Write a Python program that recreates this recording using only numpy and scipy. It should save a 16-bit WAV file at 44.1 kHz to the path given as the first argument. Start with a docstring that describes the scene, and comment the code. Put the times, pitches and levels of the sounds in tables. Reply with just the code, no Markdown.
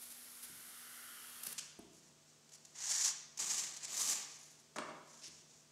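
"""Hot knife through polystyrene foam

In a warehouse a hot knife fizzes through a foam block, as cells burst, and leaves with a squeak of fast slips.
The strip is dragged free in four scrapes: random slips ring foam beads, body and fine grit.
Tossed onto the block, it lands as decaying modes and thuds; another short drag and light brushes follow.
Filtered noise reverberates for about a second over steady air and a wavering low hum."""
import sys
import numpy as np
from scipy import signal
from scipy.fft import rfft, irfft
from scipy.io import wavfile

SR = 44100
rng = np.random.default_rng(int(sys.argv[2]) if len(sys.argv) > 2 else 0)


def transcribe(signal):
    """Save signal, clipped to [-1, 1], as a 16-bit WAV file at the path in sys.argv[1]."""
    frames = np.atleast_2d(signal).T
    limited = np.clip(frames, -1, 1)
    pcm = np.round(limited * 32767).astype(np.int16)
    wavfile.write(sys.argv[1], SR, pcm)


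N = 251811
TIME = np.arange(N) / SR

# Steady air of the hall: (frequency [Hz], relative density [dB per Hz])
HALL_AIR_SPECTRUM = [(30, -35), (60, -10), (100, -4), (200, -2.5), (280, -2), (420, -1.5), (650, -7),
                     (1000, -7.5), (2100, -10.5), (4000, -9), (6400, -5), (8000, -7.5), (10000, -18.5),
                     (15000, -25.5)]
HALL_AIR_RMS_DB = -67.5
# Hum while the knife cuts, and of the hall: (frequency [Hz], mean level [dB rms])
KNIFE_HUM_LINES = [(242, -75.5)]
HALL_HUM_LINES = [(150.7, -77), (231.5, -83.5), (656.8, -83.5)]

# Bursting cells: (frequency [Hz], relative density [dB per Hz])
FIZZ_SPECTRUM = [(60, -18), (150, -52), (270, -21), (500, -12.5), (800, -9.5), (2000, -8.5), (4500, -4.5),
                 (8000, -3), (10000, 3.5), (12000, 2), (14000, -6), (16000, -13.5)]
CUT_END_S = 1.535
FIZZ_START_DB, FIZZ_GROWTH_DB_PER_S = -56.3, 1.0
# Hollow of the cut: (multiple of slot pitch [ratio], width [Hz], relative level [dB])
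SLOT_RESONANCES = [(1, 275, 0.5), (1.4, 510, -0.5), (2.151, 384, -2), (2.428, 300, -4)]
SLOT_START_HZ, SLOT_SAG_HZ_PER_S = 1500, 135
SLOT_PEAK_S, SLOT_PEAK_DB, SLOT_SWELL_DB_PER_S, SLOT_FADE_DB_PER_S = 0.94, -65.5, 14.5, 10.5
SLOT_LAG_S_PER_MULTIPLE = 0.18   # higher resonances peak later
# Melt spitting on the blade: (time [s], level [dB])
BLADE_SPITS = [(0.014, -52), (0.05, -57), (.1, -53.5), (0.427, -49.5)]
SPIT_S = 0.03
# Sputter as the blade breaks through the edge
BREAK_START_S, BREAK_LENGTH_S, BREAK_DB = 1.445, 0.089, -51
# Last cell walls snapping: (time [s], peak level [dB])
WALL_SNAPS = [(1.4364, -26.5), (1.454, -35), (1.4700, -22.5), (1.5287, -29.5)]
PUFF_S, PUFF_RE_SNAP_DB = .008, -18.5

# Reverberation: (frequency [Hz], t60 [s])
HALL_DECAY = [(100, 1.0), (500, 1.0), (1500, 0.99), (4000, 0.84), (7000, 0.52), (10000, 0.66),
              (15000, 0.51)]
FAR_WALL_S = 0.114

# Dull knocks on the block: (time [s], blow level [dB], contact cut-off [Hz])
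BLOCK_KNOCKS = [(.497, -53, 140), (1.47, -56, 346), (1.79, -48, 1500), (4.785, -50.5, 700),
                (5.28, -54, 100)]
# Clear modes of the block: (frequency [Hz], relative level [dB], t60 [s])
BLOCK_MODES = [(79, -22, .14), (170, -7.5, 0.091), (240, -10, 0.032), (311, -13, 0.051), (395, -4.5, 0.058),
               (620, -8, 0.037)]
# Dense modes of the block: (frequency [Hz], relative density [dB per Hz])
BLOCK_THUD_SPECTRUM = [(35, -13), (80, -16), (180, 0.5), (420, 0), (520, -18.5), (650, -8.5), (900, -13),
                       (2000, -30), (8000, -26)]
# Rebound rule: (gap [s], gap growth [ratio], loss [dB], highest contact cut-off [Hz])
KNOCK_REBOUND = (.028, 1, 7, 250)
CRUSH_S, CRUSH_RE_KNOCK_DB = 0.0064, -8   # beads crushed by a knock

# Foam beads ringing: (frequency at pitch ratio 1 [Hz], width [Hz], relative level [dB])
BEAD_MODES = [(6160, 660, -0.5), (6690, 250, -2.5), (7270, 1000, 2), (5000, 670, -9.5), (8700, 6100, -20.5)]
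# Body of rubbed foam: (frequency [Hz], relative density [dB per Hz])
RUB_SPECTRUM = [(50, -19), (180, -6.5), (400, -6), (560, -8.5), (920, -1.5), (1350, -7), (1800, -2),
                (3000, -0.5), (4200, 1), (6000, 0), (9000, -6), (15000, -30)]
# Fine torn grit: (frequency [Hz], relative density [dB per Hz])
GRIT_SPECTRUM = [(3000, -42), (7000, -9), (9500, 4), (11500, -3.5), (13500, -6.5), (16000, -24)]
# Glove and loose strip on foam: (time [s], length [s], bead level [dB], grit re beads [dB])
FOAM_BRUSHES = [(1.92, 0.081, -68, -6), (2.017, 0.088, -71, -11), (2.268, 0.071, -69.5, -26),
                (2.525, 0.04, -58, -11), (2.674, 0.23, -71, -10), (4.214, 0.16, -58, -18),
                (4.367, 0.19, -64, -7.5), (4.585, 0.03, -65.5, -6), (5.063, 0.17, -63.5, -15),
                (5.306, 0.11, -61.5, -40), (5.474, .16, -68.5, -26)]
# Foam catching and letting go: (time [s], bead level [dB])
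FOAM_SNAGS = [(1.604, -53), (2.491, -58), (2.519, -56), (2.65, -54.5), (2.900, -39), (3.042, -36.5),
              (3.373, -49.5), (3.398, -45.5), (3.492, -39), (3.577, -39), (3.764, -49), (4.113, -40),
              (4.760, -50)]
# Length at the reference level; harder snags last longer, by a power of their strength
SNAG_S, SNAG_REF_DB, SNAG_STRETCH_POWER = .011, -50, 0.66
SNAG_GRIT_DB = -14
TOUCH_GRIT_TOP_HZ, TOUCH_BODY_LOW_HZ = 12500, 450

# Slip rate of the squeak: (at first [per s], at last [per s])
SQUEAK_SLIPS_PER_S = (760, 1650)
SQUEAK_START_S, SQUEAK_LENGTH_S, SQUEAK_DB = 1.580, .017, -40.5

# Foam dragged on foam: (start [s], rise [s], hold [s], release [s], bead level before tightening [dB],
# bead pitch [ratio], body at reference force [dB], body low edge [Hz], held strip ring re body [dB],
# freed strip ring re body [dB], grit at reference force [dB], room send [dB])
FOAM_DRAGS = [(2.752, .148, 0.19, 0.04, -38.5, 0.94, -16, 610, -7.5, -25, -14.5, -9.5),
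              (3.387, 0.0049, 0.2, 0.18, -41.5, 0.99, -13, 55, -13.5, -21, -10.5, -12.5),
              (3.811, 0.035, 0.0069, 0.012, -44.5, 1, -14.5, 60, -21, -26, -15, -1),
              (3.872, .11, 0.13, 0.11, -38, 0.99, -12, 160, -24, -20, -5, -5),
              (5.214, 0.028, 0.03, 0.023, -52, 0.83, -12.5, 1700, -30, -26, -30, -2.5)]
DRAG_RANGE_DB, TIGHTEN_DB_PER_S = 17, 9.5
DRAG_EASE_IN_SHARE = 0.11   # of the rise
DRAG_SLIPS_PER_S = 9000
FORCE_REF_DB = -25.5   # drag level counted as reference force
FREED_HZ, FREED_WIDTH_HZ = 1182, 300

# Strip landing on one end, then the other, then a softer echo of the blow from the far wall:
# (time [s], blow level [dB], contact cut-off [Hz])
STRIP_BLOWS = [(4.760, -40, 2820), (4.785, -40, 5000), (4.885, -47.5, 1410)]
# Clear modes of the strip: (frequency [Hz], relative level [dB], t60 [s])
STRIP_MODES = [(287, -11.5, 0.059), (389, -15.5, 0.1), (634, -6.5, 0.063), (798, -9.5, 0.045),
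               (1150, -0.5, 0.038), (1650, -6, 0.0096), (2350, -11, .0028)]
# Dense modes of the strip: (frequency [Hz], relative density [dB per Hz])
STRIP_THUD_SPECTRUM = [(50, -15), (130, -5), (230, -0.5), (480, -4), (620, -1.5), (950, -5), (1200, -1),
                       (1700, -7.5), (3000, -18.5), (5000, -11), (9000, -9), (15000, -61)]
# Chatter rule: (first gap [s], gap growth [ratio], loss per touch [dB], highest contact cut-off [Hz])
LANDING_CHATTER = (.003, 1.8, 2.5, 1600)
# Far end slapping down flat: (time [s], peak level [dB])
STRIP_SLAPS = [(4.7851, -23.5), (4.7869, -32)]
# Slap colour: (frequency [Hz], relative density [dB per Hz])
SLAP_SPECTRUM = [(100, -17), (300, -19), (700, -1), (1200, 0), (3000, -2.5), (5000, -10), (8000, -16),
                 (15000, -42)]

CUTOFF_HZ = 15600


def from_db(db):
    """Decibels to gain."""
    return np.exp(np.asarray(db) * (np.log(10) / 20))


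def rms_one(x):
    """Scale to unit rms."""
    return x / np.sqrt(np.mean(x ** 2) + 1e-20)


def butter(x, order, hz, kind="low"):
    """Butterworth filter."""
    return signal.sosfilt(signal.butter(order, hz, kind, fs=SR, output="sos"), x)


def at_hz(points, hz):
    """Read a table on a log-frequency axis."""
    f, value = np.transpose(points)
    return np.interp(np.log(np.maximum(hz, 1)), np.log(f), value)


def gate(start_s, end_s, edge_s):
    """One between two times, with edges centred on them."""
    return np.clip(np.minimum(TIME - start_s, end_s - TIME) / edge_s + .5, 0, 1)


def drift(knots_per_s):
    """Smooth random wander, rms 1."""
    knots = rng.standard_normal(int(N / SR * knots_per_s) + 3)
    return rms_one(np.interp(TIME * knots_per_s, np.arange(len(knots)), knots))


def colour(x, spectrum, size=8192):
    """Causal minimum-phase filter with the given spectrum; rms 1."""
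    bins_hz = np.arange(size // 2 + 1) * SR / size
    cepstrum = irfft(np.log(from_db(at_hz(spectrum, bins_hz))))
    # Doubling the causal half of the cepstrum gives minimum phase
    kernel = irfft(np.exp(2 * rfft(cepstrum[:size // 2], size)))[:size // 2]
    return rms_one(signal.oaconvolve(x, kernel)[:N])


def resonate(x, hz, width_hz):
    """Two-pole resonance with peak gain near 1."""
    r = np.exp(-np.pi * width_hz / SR)
    numerator = np.array([1, 0, -1]) * (1 - r * r) / 2
    denominator = [1, -2 * r * np.cos(2 * np.pi * hz / SR), r * r]
    return signal.lfilter(numerator, denominator, x + 1e-18)


def resonate_twice(x, hz_1, hz_2, width_hz):
    """Two resonances in series."""
    return resonate(resonate(x, hz_1, width_hz), hz_2, width_hz)


def random_signs():
    """A random sign per sample."""
    return rng.choice([-1, 1], N)


def grains(per_s, spread_db):
    """Clicks at random moments, mostly small, a few large."""
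    sizes = from_db(spread_db * np.minimum(rng.exponential(1, N), 4)) * random_signs()
    return sizes * (rng.random(N) < per_s / SR)


def bursts(rows, edge_share):
    """Envelope of short swells, powers added."""
    power = np.zeros(N)
    for start_s, length_s, db in rows:
        span = slice(max(int((start_s - length_s) * SR), 0), int((start_s + 2 * length_s) * SR))
        to_edge_s = np.minimum(TIME[span] - start_s, start_s + length_s - TIME[span])
        swell = np.clip(to_edge_s / (length_s * edge_share) + .5, 0, 1)
        power[span] += (from_db(db) * swell) ** 2
    return np.sqrt(power)


def hum(lines, waver_db):
    """Tones with randomly wavering levels."""
    tones = 0
    for hz, db in lines:
        gain = from_db(db + waver_db * drift(11.0))
        tones = tones + gain * np.sqrt(2) * np.sin(2 * np.pi * hz * TIME)
    return tones


def background():
    """Coloured noise for the air; the knife's hum gives way to the hall's three tones."""
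    air = from_db(HALL_AIR_RMS_DB) * colour(rng.standard_normal(N), HALL_AIR_SPECTRUM)
    knife_hum = hum(KNIFE_HUM_LINES, 0.74) * gate(-1, 1.607, 0.05)
    return air + knife_hum + hum(HALL_HUM_LINES, 0.7) * gate(1.55, 7, 0.22)


def gliding_band(centre_hz, width_hz):
    """Low-passed complex noise shifted to a moving centre; rms 1."""
    air = rng.standard_normal(N) + 1j * rng.standard_normal(N)
    air = butter(air, 2, width_hz / 2)
    return rms_one(np.real(air * np.exp(2j * np.pi * np.cumsum(centre_hz) / SR)))


def slot_hiss():
    """Vapour hisses through the slot; its resonances waver and sag as the cut lengthens."""
    slot_hz = SLOT_START_HZ - SLOT_SAG_HZ_PER_S * TIME
    hiss = 0
    for multiple, width_hz, db in SLOT_RESONANCES:
        late_s = TIME - SLOT_PEAK_S - SLOT_LAG_S_PER_MULTIPLE * (multiple - 1)
        drop_db = np.maximum(-SLOT_SWELL_DB_PER_S * late_s, SLOT_FADE_DB_PER_S * late_s)
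        band = gliding_band(multiple * slot_hz * (1 + .028 * drift(9)), width_hz)
        hiss = hiss + from_db(db) * from_db(SLOT_PEAK_DB - drop_db) * band
    return hiss


def crack(rows, spectrum):
    """Sharp pulses of one colour, each with its peak level."""
    pulse = colour(1.0 * (TIME == 0), spectrum)[:SR // 20]
    clicks = np.zeros(N)
    clicks[[round(s * SR) for s, db in rows]] = from_db([db for s, db in rows])
    return np.convolve(clicks, pulse / np.abs(pulse).max())[:N]


def hot_knife():
    """Tiny cells burst on the blade; vapour hisses, melt spits and the last walls snap."""
    fizz = from_db(FIZZ_START_DB + FIZZ_GROWTH_DB_PER_S * TIME) * colour(grains(16000, 2.2), FIZZ_SPECTRUM)
    cutting = (fizz + slot_hiss()) * gate(-1, CUT_END_S, 0.0068)
    breaking = bursts([(BREAK_START_S, BREAK_LENGTH_S, BREAK_DB)], 0.13)
    spits = [(s, SPIT_S, db) for s, db in BLADE_SPITS]
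    puffs = [(s - PUFF_S / 2, PUFF_S, db + PUFF_RE_SNAP_DB) for s, db in WALL_SNAPS]
    sputter_level = np.hypot(breaking, bursts(spits + puffs, 0.28))
    sputter = sputter_level * colour(grains(14000, 3.0), FIZZ_SPECTRUM)
    return cutting + sputter + crack(WALL_SNAPS, FIZZ_SPECTRUM)


def hall(x):
    """Diffuse noise tail, shorter in the treble, with one swell as the far wall answers."""
    t = TIME[:3 * SR // 2]
    edges_hz = np.geomspace(50, 16000, num=13)
    white, tail = rng.standard_normal((2, len(t))), 0
    # Neighbouring bands use different noise
    for k, (low, high) in enumerate(zip(edges_hz, edges_hz[1:])):
        band = butter(white[k % 2], 2, [low, high], "band")
        tail = tail + band * from_db(-60 * t / at_hz(HALL_DECAY, np.sqrt(low * high)))
    far_wall = 1 + 0.5 * np.exp(-((t - FAR_WALL_S) / 0.0045) ** 2)
    tail = butter(tail * np.clip(t / 0.012, 0, 1) * far_wall, 2, 8500)
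    return signal.fftconvolve(x, tail * np.sqrt(2 * np.log(1000) / SR))[:N]


def bounced(hits, rule, count):
    """Add weaker touches, their contact cut-off capped, after every hit."""
    gap_s, growth, loss_db, top_hz = rule
    delays_s = np.cumsum(gap_s * growth ** np.arange(count))
    touches = list(hits)
    for s, db, hz in hits:
        for k, delay_s in enumerate(delays_s):
            touches.append((s + delay_s, db - loss_db * (k + 1), min(hz, top_hz)))
    return touches


def strike(hits, modes, thud, thud_db, thud_t60, lowest_hz):
    """Soft contacts excite clear modes and a short dense thud; a light body radiates no deep bass."""
    out = np.zeros(N)
    t = TIME[:SR // 4]
    hz, mode_db, t60 = np.transpose(modes)[:, :, None]
    rings = np.sin(2 * np.pi * hz * t) * from_db(mode_db - 60 * t / t60)
    dense = colour(rng.standard_normal(N), thud)
    thud_decay = from_db(thud_db - 60 * t / thud_t60)
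    signs = (-1) ** np.arange(len(modes))
    for s, db, contact_hz in hits:
        span = slice(round(s * SR), round(s * SR) + len(t))
        mode_gains = signs * from_db(4.0 * rng.standard_normal(len(modes)))
        blow = mode_gains @ rings + dense[span] * thud_decay
        out[span] += from_db(db) * butter(blow, 1, contact_hz)
    return butter(out, 3, lowest_hz, "high")


def block_knocks():
    """Dull blows on the block, each rebounding once."""
    hits = bounced(BLOCK_KNOCKS, KNOCK_REBOUND, count=1)
    return strike(hits, BLOCK_MODES, BLOCK_THUD_SPECTRUM, thud_db=-2.0, thud_t60=0.087, lowest_hz=50)


def foam_slips(per_s, clump_db):
    """Beads catch and let go in short clumps."""
    clumps = np.clip(drift(1100) + 1.9 * drift(130), -2, 2)
    return grains(per_s, 1.23) * from_db(clump_db * clumps)


def bead_ring(slips, pitch):
    """Every slip pushes each bead resonance one way or the other; rms 1."""
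    rings = 0
    for hz, width_hz, db in BEAD_MODES:
        rings = rings + from_db(db) * resonate(slips * random_signs(), hz * pitch, width_hz)
    return rms_one(butter(rings, 2, [3600, 9800], "band"))


def brushes():
    """Light rubs and sudden snags ring beads, body and grit; knocks crush beads into grit alone."""
    slips = foam_slips(per_s=12000, clump_db=1.6)
    snags = [(s, SNAG_S * from_db(SNAG_STRETCH_POWER * (db - SNAG_REF_DB)), db, SNAG_GRIT_DB)
             for s, db in FOAM_SNAGS]
    rubs = list(FOAM_BRUSHES) + snags
    crushes = [(s, CRUSH_S, db + CRUSH_RE_KNOCK_DB) for s, db, contact_hz in BLOCK_KNOCKS]
    touch_level = bursts([(s, length_s, db) for s, length_s, db, grit_db in rubs], 0.36)
    grit_rows = [(s, length_s, db + grit_db) for s, length_s, db, grit_db in rubs]
    grit_level = bursts(grit_rows + crushes, 0.29)
    grit = butter(colour(slips, GRIT_SPECTRUM), 2, TOUCH_GRIT_TOP_HZ)
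    # Brief touches do not move the block at low frequencies
    body = butter(colour(slips, RUB_SPECTRUM), 2, TOUCH_BODY_LOW_HZ, "high")
    return touch_level * (bead_ring(slips, 0.94) + from_db(-8) * body) + grit_level * grit


def squeak():
    """The blade leaves in a quick run of nearly regular slips, speeding up."""
    end_s = SQUEAK_START_S + SQUEAK_LENGTH_S
    per_s = np.interp(TIME, [SQUEAK_START_S, end_s], SQUEAK_SLIPS_PER_S)
    count = np.floor(np.cumsum(per_s * (1 + .045 * drift(900))) / SR)
    slips = np.diff(count, prepend=0) / np.sqrt(per_s)
    voice = resonate(slips, 6800, 1600) + from_db(-8) * resonate(slips, 3160, 800)
    voice = butter(voice + resonate(slips, 5500, 5300), 2, 9000)
    return from_db(SQUEAK_DB) * rms_one(voice) * gate(SQUEAK_START_S, end_s, 0.0027)


def drag_level_db(start_s, rise_s, hold_s, release_s):
    """The pull builds up, tightens slowly while it holds, and lets go."""
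    t = TIME - start_s - rise_s
    slack = np.maximum(-t / rise_s, 0) + np.maximum((t - hold_s) / release_s, 0)
    return TIGHTEN_DB_PER_S * np.clip(t, 0, hold_s) - DRAG_RANGE_DB * np.minimum(slack, 10)


def drag_body(slips, lowest_hz, held_db, freed_db):
    """Rubbed body plus rings of the strip, held at two pitches near an octave apart and sliding free."""
    body = rms_one(butter(colour(slips, RUB_SPECTRUM), 2, lowest_hz, "high"))
    held = slips * random_signs()
    held_ring = resonate_twice(held, 1700, 1730, 750) + from_db(-5.5) * resonate_twice(held, 870, 870, 320)
    freed_ring = resonate_twice(slips, FREED_HZ, FREED_HZ, FREED_WIDTH_HZ)
    return body + from_db(held_db) * rms_one(held_ring) + from_db(freed_db) * rms_one(freed_ring)


def pulls():
    """Foam dragged on foam: the same slips drive beads, body and grit; returns direct and room send."""
    direct, to_room = 0, 0
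    for (start_s, rise_s, hold_s, release_s, db, pitch, body_db, lowest_hz,
         held_db, freed_db, grit_db, room_db) in FOAM_DRAGS:
        level_db = db + drag_level_db(start_s, rise_s, hold_s, release_s)
        slips = foam_slips(DRAG_SLIPS_PER_S, clump_db=1.06)
        body = drag_body(slips, lowest_hz, held_db, freed_db)
        # A harder drag tears more grit and rings beads more than body
        force_db = level_db - FORCE_REF_DB
        grit = from_db(grit_db + 0.28 * force_db) * colour(slips, GRIT_SPECTRUM)
        drag = bead_ring(slips, pitch) + from_db(body_db - 0.37 * force_db) * body + grit
        drag = from_db(level_db) * drag * gate(start_s, np.inf, DRAG_EASE_IN_SHARE * rise_s)
        direct = direct + drag
        to_room = to_room + from_db(room_db) * drag
    return direct, to_room


def strip_landing():
    """The tossed strip's ends strike, chatter and echo softly; its far end slaps down flat."""
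    hits = bounced(STRIP_BLOWS, LANDING_CHATTER, count=4)
    blows = strike(hits, STRIP_MODES, STRIP_THUD_SPECTRUM, thud_db=-2, thud_t60=0.048, lowest_hz=200)
    return blows + crack(STRIP_SLAPS, SLAP_SPECTRUM)


def scene():
    """All sources share one hall, over the background; both channels alike."""
    knife, knocks, touches, squeal = hot_knife(), block_knocks(), brushes(), squeak()
    drags, drags_to_room = pulls()
    landing = strip_landing()
    to_room = drags_to_room + from_db(-1.5) * knife + from_db(-2.0) * touches
    to_room = to_room + from_db(-1.0) * squeal + from_db(0.5) * landing + from_db(-0.5) * knocks
    mono = knife + drags + touches + squeal + landing + knocks + hall(to_room) + background()
    return np.array([mono, mono])


def record(dry):
    """Steep elliptic low-pass."""
    return signal.sosfilt(signal.ellip(10, .1, 80, CUTOFF_HZ, fs=SR, output="sos"), dry)


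dry = scene()
out = record(dry)
transcribe(out)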